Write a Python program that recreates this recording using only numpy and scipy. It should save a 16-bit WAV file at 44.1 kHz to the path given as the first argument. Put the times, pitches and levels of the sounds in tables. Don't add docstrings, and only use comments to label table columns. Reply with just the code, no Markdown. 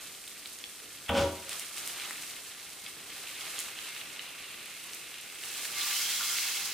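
import sys
import numpy as np
from scipy import signal
from scipy.fft import rfft, irfft, next_fast_len
from scipy.io import wavfile

SR = 44100
rng = np.random.default_rng(int(sys.argv[2]) if len(sys.argv) > 2 else 0)


def pcm_store(signal):
    levels = np.round(np.clip(np.atleast_2d(signal), -1, 1) * 32767)
    wavfile.write(sys.argv[1], SR, levels.astype(np.int16).T)


N = 296793
TIME = np.arange(N) / SR
FFT_SIZE = next_fast_len(N + 4096)
HZ = np.fft.rfftfreq(FFT_SIZE, 1 / SR)

# (frequency [Hz], level per hertz [dB])
FIRST_COLOUR = [(450, -7.5), (900, -5.5), (1200, -1.5), (1700, -2), (2200, -0.5), (2700, 0.5), (3900, -0.5),
                (5000, -3.5), (7200, -4), (8600, -2), (10000, -4), (11500, -8), (14900, -8.5), (15500, -41)]
# (frequency [Hz], level per hertz [dB])
WET_COLOUR = [(400, -25), (700, -21.5), (1000, -14), (1300, -12), (1800, -7), (2200, -2.5), (3200, -2),
              (4500, -3), (6200, -4), (8000, -6.5), (10000, -8.5), (12000, -10), (15700, -12.5)]
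# (level [dB], fade as it dries [dB/s])
WET_SIZES = [(-47.5, 6), (-38, 8), (-34.5, 18.5)]
SIMMER_DB, CRACKLE_DB, HISS_DB = -57, -48.5, -48.0
FLIP_S, FLIP_LENGTH_S, WET_HOLD_S = 5.73, 0.063, 0.72


def egg():
    mids_db, treble_db = vigour_swing()
    first_levels = [SIMMER_DB + mids_db, CRACKLE_DB + mids_db, HISS_DB + treble_db]
    first = sizzle(first_levels, FIRST_COLOUR, per_s=6000, spread_db=[2.4, 3.0, 3.2], ring_db=-2)
    drying_s = np.maximum(TIME - FLIP_S - WET_HOLD_S, 0)
    wet_levels = [db - fade * drying_s for db, fade in WET_SIZES]
    wet = sizzle(wet_levels, WET_COLOUR, per_s=14000, spread_db=[2.6, 3.0, 3.0], ring_db=4.5)
    wet_share = flipped()
    first_share = np.sqrt(1 - wet_share ** 2)
    return first * first_share + wet * wet_share + puffs()


# (time [s], level of the mids [dB], level of the treble [dB])
VIGOUR = [(0, -49, -47.5), (0.2, -52.5, -51), (0.95, -52.5, -51), (1.46, -50, -50), (1.52, -42, -44.5),
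          (1.73, -49.5, -48), (1.78, -44, -42.5), (1.94, -44, -46), (2.09, -43, -47.5),
          (2.17, -46.5, -47.5), (2.24, -46.5, -46), (2.45, -50, -50.5), (3.06, -50, -50.5),
          (3.12, -47, -48), (3.38, -46.5, -48), (3.49, -43.5, -45), (3.6, -43.5, -43), (3.74, -47.5, -50),
          (3.85, -45, -47.0), (4.1, -47.5, -51), (4.65, -48.5, -51), (4.8, -49, -49.5), (5.38, -50, -50.5),
          (5.45, -46, -44.5), (5.6, -43.5, -42.5), (5.72, -44.5, -43.5)]


def vigour_swing():
    return [db - db[TIME < FLIP_S].mean() for db in in_time(VIGOUR)]


TIP_LENGTH_S, TIP_SHARE = 0.51, 0.26


def flipped():
    tipping = np.clip((TIME - FLIP_S) / TIP_LENGTH_S + 1, 0, 1)
    landing = np.clip((TIME - FLIP_S) / FLIP_LENGTH_S, 0, 1)
    return np.maximum(TIP_SHARE * tipping, landing)


# (frequency [Hz], share [0-1])
DIRECT = [(500, 0.62), (1200, 0.66), (2200, 0.95), (3300, 0.91), (5300, 0.24), (9000, 0.27), (15000, 0.13)]


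def sizzle(levels_db, colour, per_s, spread_db, ring_db):
    direct = at_hz(DIRECT, HZ)
    tone = from_db(at_hz(colour, HZ)) * through_pan(ring_db)
    edges = [350, 1600, 4500, SR]
    out = 0
    for low, high, db, spread in zip(edges, edges[1:], levels_db, spread_db):
        bursts = grains(per_s, spread, clump_db=1.23)
        band = tone / np.sqrt((1 + (HZ / high) ** 12) * (1 + (low / (HZ + 1)) ** 12))
        heard = filtered(bursts, band * np.sqrt(direct))
        heard = heard + filtered(wash(bursts), band * np.sqrt(1 - direct))
        out = out + from_db(db) * rms_one(heard)
    return out


# (frequency [Hz], width [Hz], level over the sizzle before ring_db [dB])
PAN = [(799.6, 8.1, 6), (1182, 8.2, 3), (1425, 26, -4.5), (1730, 35, -9.5), (2133, 24, 0.5),
       (2646, 20, -1.5), (3206, 20, -5.5), (4020, 22, -2)]


def through_pan(ring_db):
    return 1 + sum(from_db(db + ring_db) * resonance(hz, width) for hz, width, db in PAN)


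def wash(bursts, t60=0.28, near_share=0.17):
    def fading(seconds):
        r = from_db(-120 / (seconds * SR))
        return signal.lfilter([1 - r], [1, -r], bursts ** 2 + 1e-18)
    energy = near_share * fading(0.0006) + (1 - near_share) * fading(t60)
    return np.sqrt(energy) * rng.standard_normal((2, N))


# (middle [s], length [s], frequency [Hz], width of each resonance [Hz], level at the middle [dB])
PUFFS = [(4.122, .14, 5561, 60, -55), (4.4, 3.6, 2600, 660, -53.5), (5.818, 0.062, 3650, 1404, -37),
         (5.955, .08, 3030, 260, -40), (6.09, 0.26, 3240, 260, -42), (6.213, 0.045, 1320, 280, -40),
         (6.27, 0.25, 3280, 260, -44), (6.33, 0.1, 1390, 200, -45.5)]


def puffs():
    out, turbulence = np.zeros(N), rng.standard_normal(N)
    for middle, length, hz, width, db in PUFFS:
        jet = rms_one(filtered(turbulence, resonance(hz, width) ** 2))
        swell = np.cos(np.pi * np.clip((TIME - middle) / length, -.5, .5))
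        out += from_db(db) * jet * swell
    return out + from_db(-8.0) * room(out)


# (time [s], peak level [dB], frequency [Hz], t60 [s], share of broad
POPS = [(0.2777, -27, 3700, 0.009, .55), (0.2808, -27, 8800, 0.0077, .2), (0.4588, -24.5, 3700, 0.006, .5),
        (0.4732, -26, 8300, 0.005, .3), (0.5886, -27, 6300, 0.004, 0), (0.6403, -22, 3500, 0.009, .2),
        (1.4938, -17.5, 8000, 0.003, .7), (1.5964, -17.5, 9300, 0.008, .5), (1.6845, -28, 8500, .008, 0),
        (1.7665, -23, 8000, 0.0063, .3), (1.7815, -23.5, 6000, .003, .6), (1.8758, -16, 9300, 0.012, .45),
        (1.999, -26, 3200, 0.0095, 0), (2.1087, -22.5, 1950, 0.008, .5), (2.2236, -22, 6000, 0.004, .65),
        (2.3005, -26, 7000, .003, .5), (3.1025, -28, 3150, 0.008, .3), (3.4092, -26, 5200, 0.005, .65),
        (3.468, -27, 2500, 0.008, .2), (3.504, -25, 7000, .006, .5), (3.5839, -22, 3100, 0.0057, 0),
        (3.5896, -20, 6800, 0.012, 0), (3.5905, -19, 8800, 0.013, .1), (3.599, -20.5, 8000, 0.0065, 0),
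        (3.6039, -18, 9200, 0.0083, .2), (3.7888, -24.5, 3100, 0.012, .2), (3.825, -29, 8000, .005, .3),
        (3.9503, -28.5, 4200, .004, .4), (3.964, -25.5, 2700, 0.006, .3), (4.0136, -26, 2900, 0.008, .3),
        (4.194, -23, 2850, 0.012, .1), (4.701, -29, 7000, .003, .4), (4.934, -25.5, 6100, 0.0083, .5),
        (4.9479, -24, 9500, 0.0055, .1), (5.1423, -27, 3000, 0.008, .2), (5.2122, -30, 9000, 0.006, 0),
        (5.324, -28, 8000, 0.003, .5), (5.3503, -27, 8400, 0.007, 0), (5.4368, -25.5, 3000, 0.007, .55),
        (5.6534, -22.5, 2600, 0.0064, .5)]
# (frequency [Hz], level per hertz [dB])
CRACK = [(2300, -10), (2800, 3), (4000, -10), (6000, -10), (9300, -2.5), (12000, -16), (16000, -14.5)]
SNAP_HZ = 3300


def pops(snap_share=0.25, tone_share=0.9, rim_db=-10, room_db=-4):
    out, t = np.zeros(N), TIME[:1024]
    crack = coloured(signal.unit_impulse(N), CRACK)[:len(t)]
    for s, db, hz, t60, broad in [*POPS, *small_spits()]:
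        snap = np.cos(2 * np.pi * hz * t) * from_db(-60 * t / .0005)
        partials = hz * np.exp(rng.normal(0, .04, (3, 1))) * [[.7], [1], [1.28]]
        tone = np.array([.25, .6, .25]) @ np.cos(2 * np.pi * partials * t) * from_db(-60 * t / t60)
        band = [min(.42 * hz, 2200), min(1.8 * hz, 16000)]
        small = signal.butter(2, band, "band", fs=SR, output="sos")
        pop = signal.sosfilt(small, snap_share * (hz / SNAP_HZ) ** 2 * snap + tone_share * tone)
        pop = (1 - broad) * pop / np.abs(pop).max() + broad * crack / np.abs(crack).max()
        scatter = rng.standard_normal(len(t)) * from_db(-60 * t / .03)
        scatter = scatter / np.linalg.norm(scatter)
        pop = pop + from_db(rim_db) * signal.fftconvolve(pop, scatter)[:len(t)]
        at = round(s * SR)
        out[at:at + len(t)] += from_db(db) * pop / np.abs(pop).max()
    return out + from_db(room_db) * room(out)


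SPITS_PER_S, SPIT_DB, SPIT_SPREAD_DB, SPIT_LOW_HZ, SPIT_HIGH_HZ = 6, -33, 1, 2400, 8500
SPIT_CYCLES = 11


def small_spits(count=300):
    when, chance, size, pitch, broad = rng.random((count, 5)).T
    s = when * FLIP_S
    hz = SPIT_LOW_HZ * (SPIT_HIGH_HZ / SPIT_LOW_HZ) ** pitch
    swing = np.interp(s, TIME, vigour_swing()[0])
    peak_db = SPIT_DB + swing / 2 + SPIT_SPREAD_DB * (2 * size - 1)
    rows = np.transpose([s, peak_db, hz, SPIT_CYCLES / hz, broad / 2])
    return rows[chance < SPITS_PER_S * from_db(swing) * FLIP_S / count]


# (time [s], relative level [dB])
KNOCKS = [(1.093, -17.5), (1.105, -25), (1.118, -25), (1.145, -34), (1.187, -21.5), (1.198, -17),
          (1.233, -21.5), (1.257, -27)]
# (frequency [Hz], relative level [dB], t60 [s])
STOVE = [(167, -11, 0.18), (202, -7.5, 0.3), (234, -10, 0.3), (298.5, -4, 0.33), (338, -15, .36),
         (375, -7, 0.31), (428, -16, 0.47), (480.3, -4, 0.27), (517, -13, 0.2), (549, -5, 0.31),
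         (612, -5.5, 0.25), (662, -11, 0.33), (748, -13, 0.4), (805.6, -3.5, 0.26), (956, -3.5, 0.24),
         (1117, -26, 0.32), (1154, -13.5, 0.48), (1344, -19, 0.3), (1440, -12, 0.46), (1505, -13, 0.28),
         (2250, -13, 0.18), (3320, -7, 0.077)]
# (frequency [Hz], relative level [dB], t60 [s])
TABLE_BOOM = [(72.5, -10, 0.42), (85, -2, 0.4), (107.5, -7.5, 0.53)]
# (relative peak level [dB], rise [dB/s], fall [dB/s])
SLIDE = [(-32, 17, 99), (-32, 232, 200), (-37, 290, 114)]
PULL_PEAK_S = 1.179
SCUFF_S, SCUFF_DB = 0.016, -37
# (frequency [Hz], level per hertz [dB])
CLATTER = [(45, -56), (72, -1), (200, 3.5), (400, -5), (800, 2.5), (1400, -1.5), (2000, -19), (3000, -11),
           (5000, -44)]
RASP = [(1000, -10.5), (1800, -11.5), (2600, -8.5), (3300, -5), (3650, -11), (4100, -40), (6000, -38)]
GRIT = [(2500, 5), (4200, 10), (7200, 5), (10000, -1.5), (15000, -15)]
# (start [s], hold until [s], frequency [Hz], level [dB], attack [s], t60 [s])
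PRONG_SQUEALS = [(1.093, 1.225, 560, -28, 0.095, 0.3), (1.425, 1.475, 558, -54, .04, .25)]


def pan_drag(knock_db=-18, slip_db=-33.5, clatter_db=-4, tap_db=14, clack_db=-28, room_db=-9.0, rasp_room_db=-7):
    since, past_peak = TIME - KNOCKS[0][0], TIME - PULL_PEAK_S
    bearing = since > 0
    drag, rasp, grit = [from_db(db + np.minimum(rise * past_peak, -fall * past_peak)) * bearing
                        for db, rise, fall in SLIDE]
    rasp = rasp + from_db(clack_db - 60 * np.abs(since) / 0.065) * bearing
    rasp = rasp + from_db(SCUFF_DB) * np.clip(since / SCUFF_S + 1, 0, 1) * (since <= 0)
    knocks = blows(KNOCKS)

    def slips():
        return grains(per_s=3000, spread_db=1.5, clump_db=1)

    force = from_db(knock_db) * knocks + from_db(slip_db) * drag * slips()
    boom = sum(from_db(db) * (-1) ** k * ring(force, hz, t60) for k, (hz, db, t60) in enumerate(STOVE))
    table = sum(from_db(db + knock_db) * ring(knocks, hz, t60) for hz, db, t60 in TABLE_BOOM)
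    clatter = from_db(clatter_db) * drag * rms_one(coloured(slips(), CLATTER))
    body = boom + clatter + from_db(tap_db) * coloured(knocks, CLATTER)
    body = body + groan() + sum(squeal(row, waver_share=0.0111, rough_db=1.0) for row in PRONG_SQUEALS)
    scrape = rasp * rms_one(coloured(slips(), RASP)) + grit * rms_one(coloured(slips(), GRIT))
    return body + table + scrape + room(from_db(room_db) * body + from_db(rasp_room_db) * scrape)


# (time [s], slip rate [1/s], level [dB])
GROAN = [(1.11, 255, -70), (1.135, 255, -39), (1.17, 235, -39), (1.19, 212, -34), (1.205, 174, -38),
         (1.23, 146.5, -47), (1.28, 165, -84)]


def groan(rough_db=1.0, octave_db=-12):
    hz, db = in_time(GROAN)
    phase = 2 * np.pi * np.cumsum(hz) / SR
    tone = np.sin(phase) + from_db(octave_db) * np.sin(2 * phase)
    return np.sqrt(2) * tone * from_db(db + rough_db * drift(90)) * (TIME > GROAN[0][0])


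def squeal(row, waver_share, rough_db):
    start, end, hz, db, attack, t60 = row
    phase = 2 * np.pi * np.cumsum(hz * (1 + waver_share * drift(80))) / SR
    level_db = db + rough_db * drift(60) - 60 * np.maximum(TIME - end, 0) / t60
    swell = np.clip((TIME - start) / attack, 0, 1)
    return np.sqrt(2) * np.sin(phase) * from_db(level_db) * swell


# (time [s], relative level [dB])
TAPS = [(.2745, -35), (1.0615, -30), (2.798, -37), (2.863, -22), (3.4105, -21), (3.789, -40)]
# (frequency [Hz], relative level [dB], t60 [s])
CHOPSTICK = [(2180, -19.5, 0.08), (2600, -19, 0.025), (3180, -17.5, 0.046), (3540, -13, .015),
             (4830, -20, 0.02), (8000, -21, .008)]
# (start [s], hold until [s], frequency [Hz], level [dB], attack [s], t60 [s])
STICK_SQUEAKS = [(5.68, 5.94, 1171, -50, 0.2, 0.15), (6.18, 6.25, 1176, -54, .03, 1.0)]


def chopsticks(room_db=-6):
    taps = blows(TAPS)
    out = sum(from_db(db) * (-1) ** k * ring(taps, hz, t60) for k, (hz, db, t60) in enumerate(CHOPSTICK))
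    out = out + sum(squeal(row, waver_share=0.00575, rough_db=0.0) for row in STICK_SQUEAKS)
    return out + from_db(room_db) * room(out)


# (frequency [Hz], level per hertz [dB])
FLAME = [(15, -57), (25, -13), (81, -6.5), (170, -3.5), (259, -3.5), (292, 0), (320, -2.5), (377, -0.5),
         (517, -4.5), (565, -7.5), (730, -6.5), (900, -40), (1170, -29), (1980, -120)]
FLAME_DB = -61
FLAME_FOLLOWS = 0.19


def flame(side_db=-7.0, flutter_db=1.0):
    mid, side = coloured(rng.standard_normal((2, N)), FLAME)
    side = filtered(side, HZ / (HZ + 70))
    swell_db = FLAME_FOLLOWS * vigour_swing()[0] * (1 - flipped())
    level_db = FLAME_DB + swell_db + flutter_db * drift(9.1)
    return from_db(level_db) * rms_one(mid + from_db(side_db) * side * [[1], [-1]])


# (frequency [Hz], t60 [s])
ROOM_T60 = [(100, 0.28), (1000, 0.3), (4000, 0.4), (15000, 0.29)]


def room(x):
    size = SR // 2
    t, hz = TIME[:size], np.fft.rfftfreq(size, 1 / SR)
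    mid, side = rfft(rng.standard_normal((2, size)))
    apart = np.minimum(hz / 1500, 1)
    noise = (mid + apart * side * [[1], [-1]]) / np.sqrt(1 + apart ** 2)
    edges, response = [0, 300, 1000, 2500, 5000, 10000, SR], 0
    for low, high in zip(edges, edges[1:]):
        decay = from_db(-60 * t / at_hz(ROOM_T60, (low + high) / 2))
        fade = decay * np.clip((t - .002) / .004, 0, 1)
        band = irfft(noise * ((hz >= low) & (hz < high)), size)
        response = response + band * fade / np.sqrt(np.sum(fade ** 2))
    return signal.fftconvolve(x[None], response, axes=1)[:, :N]


def ring(force, hz, t60):
    r, w = from_db(-60 / (t60 * SR)), 2 * np.pi * hz / SR
    return signal.lfilter([0, np.sin(w)], [1, -2 * r * np.cos(w), r * r], force + 1e-18)


def resonance(hz, width):
    return 1 / (1 + 2j * (HZ - hz) / width)


def blows(rows):
    force = np.zeros(N)
    for s, db in rows:
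        force[round(s * SR)] += from_db(db)
    return force


def grains(per_s, spread_db, clump_db):
    born = rng.random(N) < per_s / SR
    size_db = spread_db * np.minimum(rng.exponential(1, N), 6) + clump_db * drift(70)
    return rms_one(born * from_db(size_db) * rng.choice([-1, 1], N))


def drift(per_s):
    knots = rng.standard_normal(2048)
    return rms_one(np.interp(TIME * per_s, np.arange(len(knots)), knots))


def coloured(x, spectrum):
    gain = from_db(at_hz(spectrum, HZ)) * np.clip(HZ / spectrum[0][0], .03, 1) ** 2
    cepstrum = irfft(np.log(gain), FFT_SIZE)[:FFT_SIZE // 2]
    return filtered(x, np.exp(rfft(2 * cepstrum, FFT_SIZE) - cepstrum[0]))


def filtered(x, gain):
    return irfft(rfft(x, FFT_SIZE) * gain, FFT_SIZE)[..., :N]


def at_hz(points, hz):
    f, value = np.transpose(points)
    return np.interp(np.log(np.maximum(hz, 1)), np.log(f), value)


def in_time(rows):
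    s, *columns = np.transpose(rows)
    return [np.interp(TIME, s, c) for c in columns]


def rms_one(x):
    return x / np.sqrt(np.mean(np.atleast_2d(x).mean(axis=0) ** 2) + 1e-20)


def from_db(db):
    return 10 ** (np.asarray(db) / 20)


def scene():
    lean_db = 0.5
    in_pan = (egg() + pops() + chopsticks()) * from_db([[-lean_db], [lean_db]])
    return in_pan + pan_drag() + flame()


CUTOFF_HZ = 15850


def record(dry):
    return signal.sosfilt(signal.ellip(12, .1, 80, CUTOFF_HZ, fs=SR, output="sos"), dry)


dry = scene()
out = record(dry)
pcm_store(out)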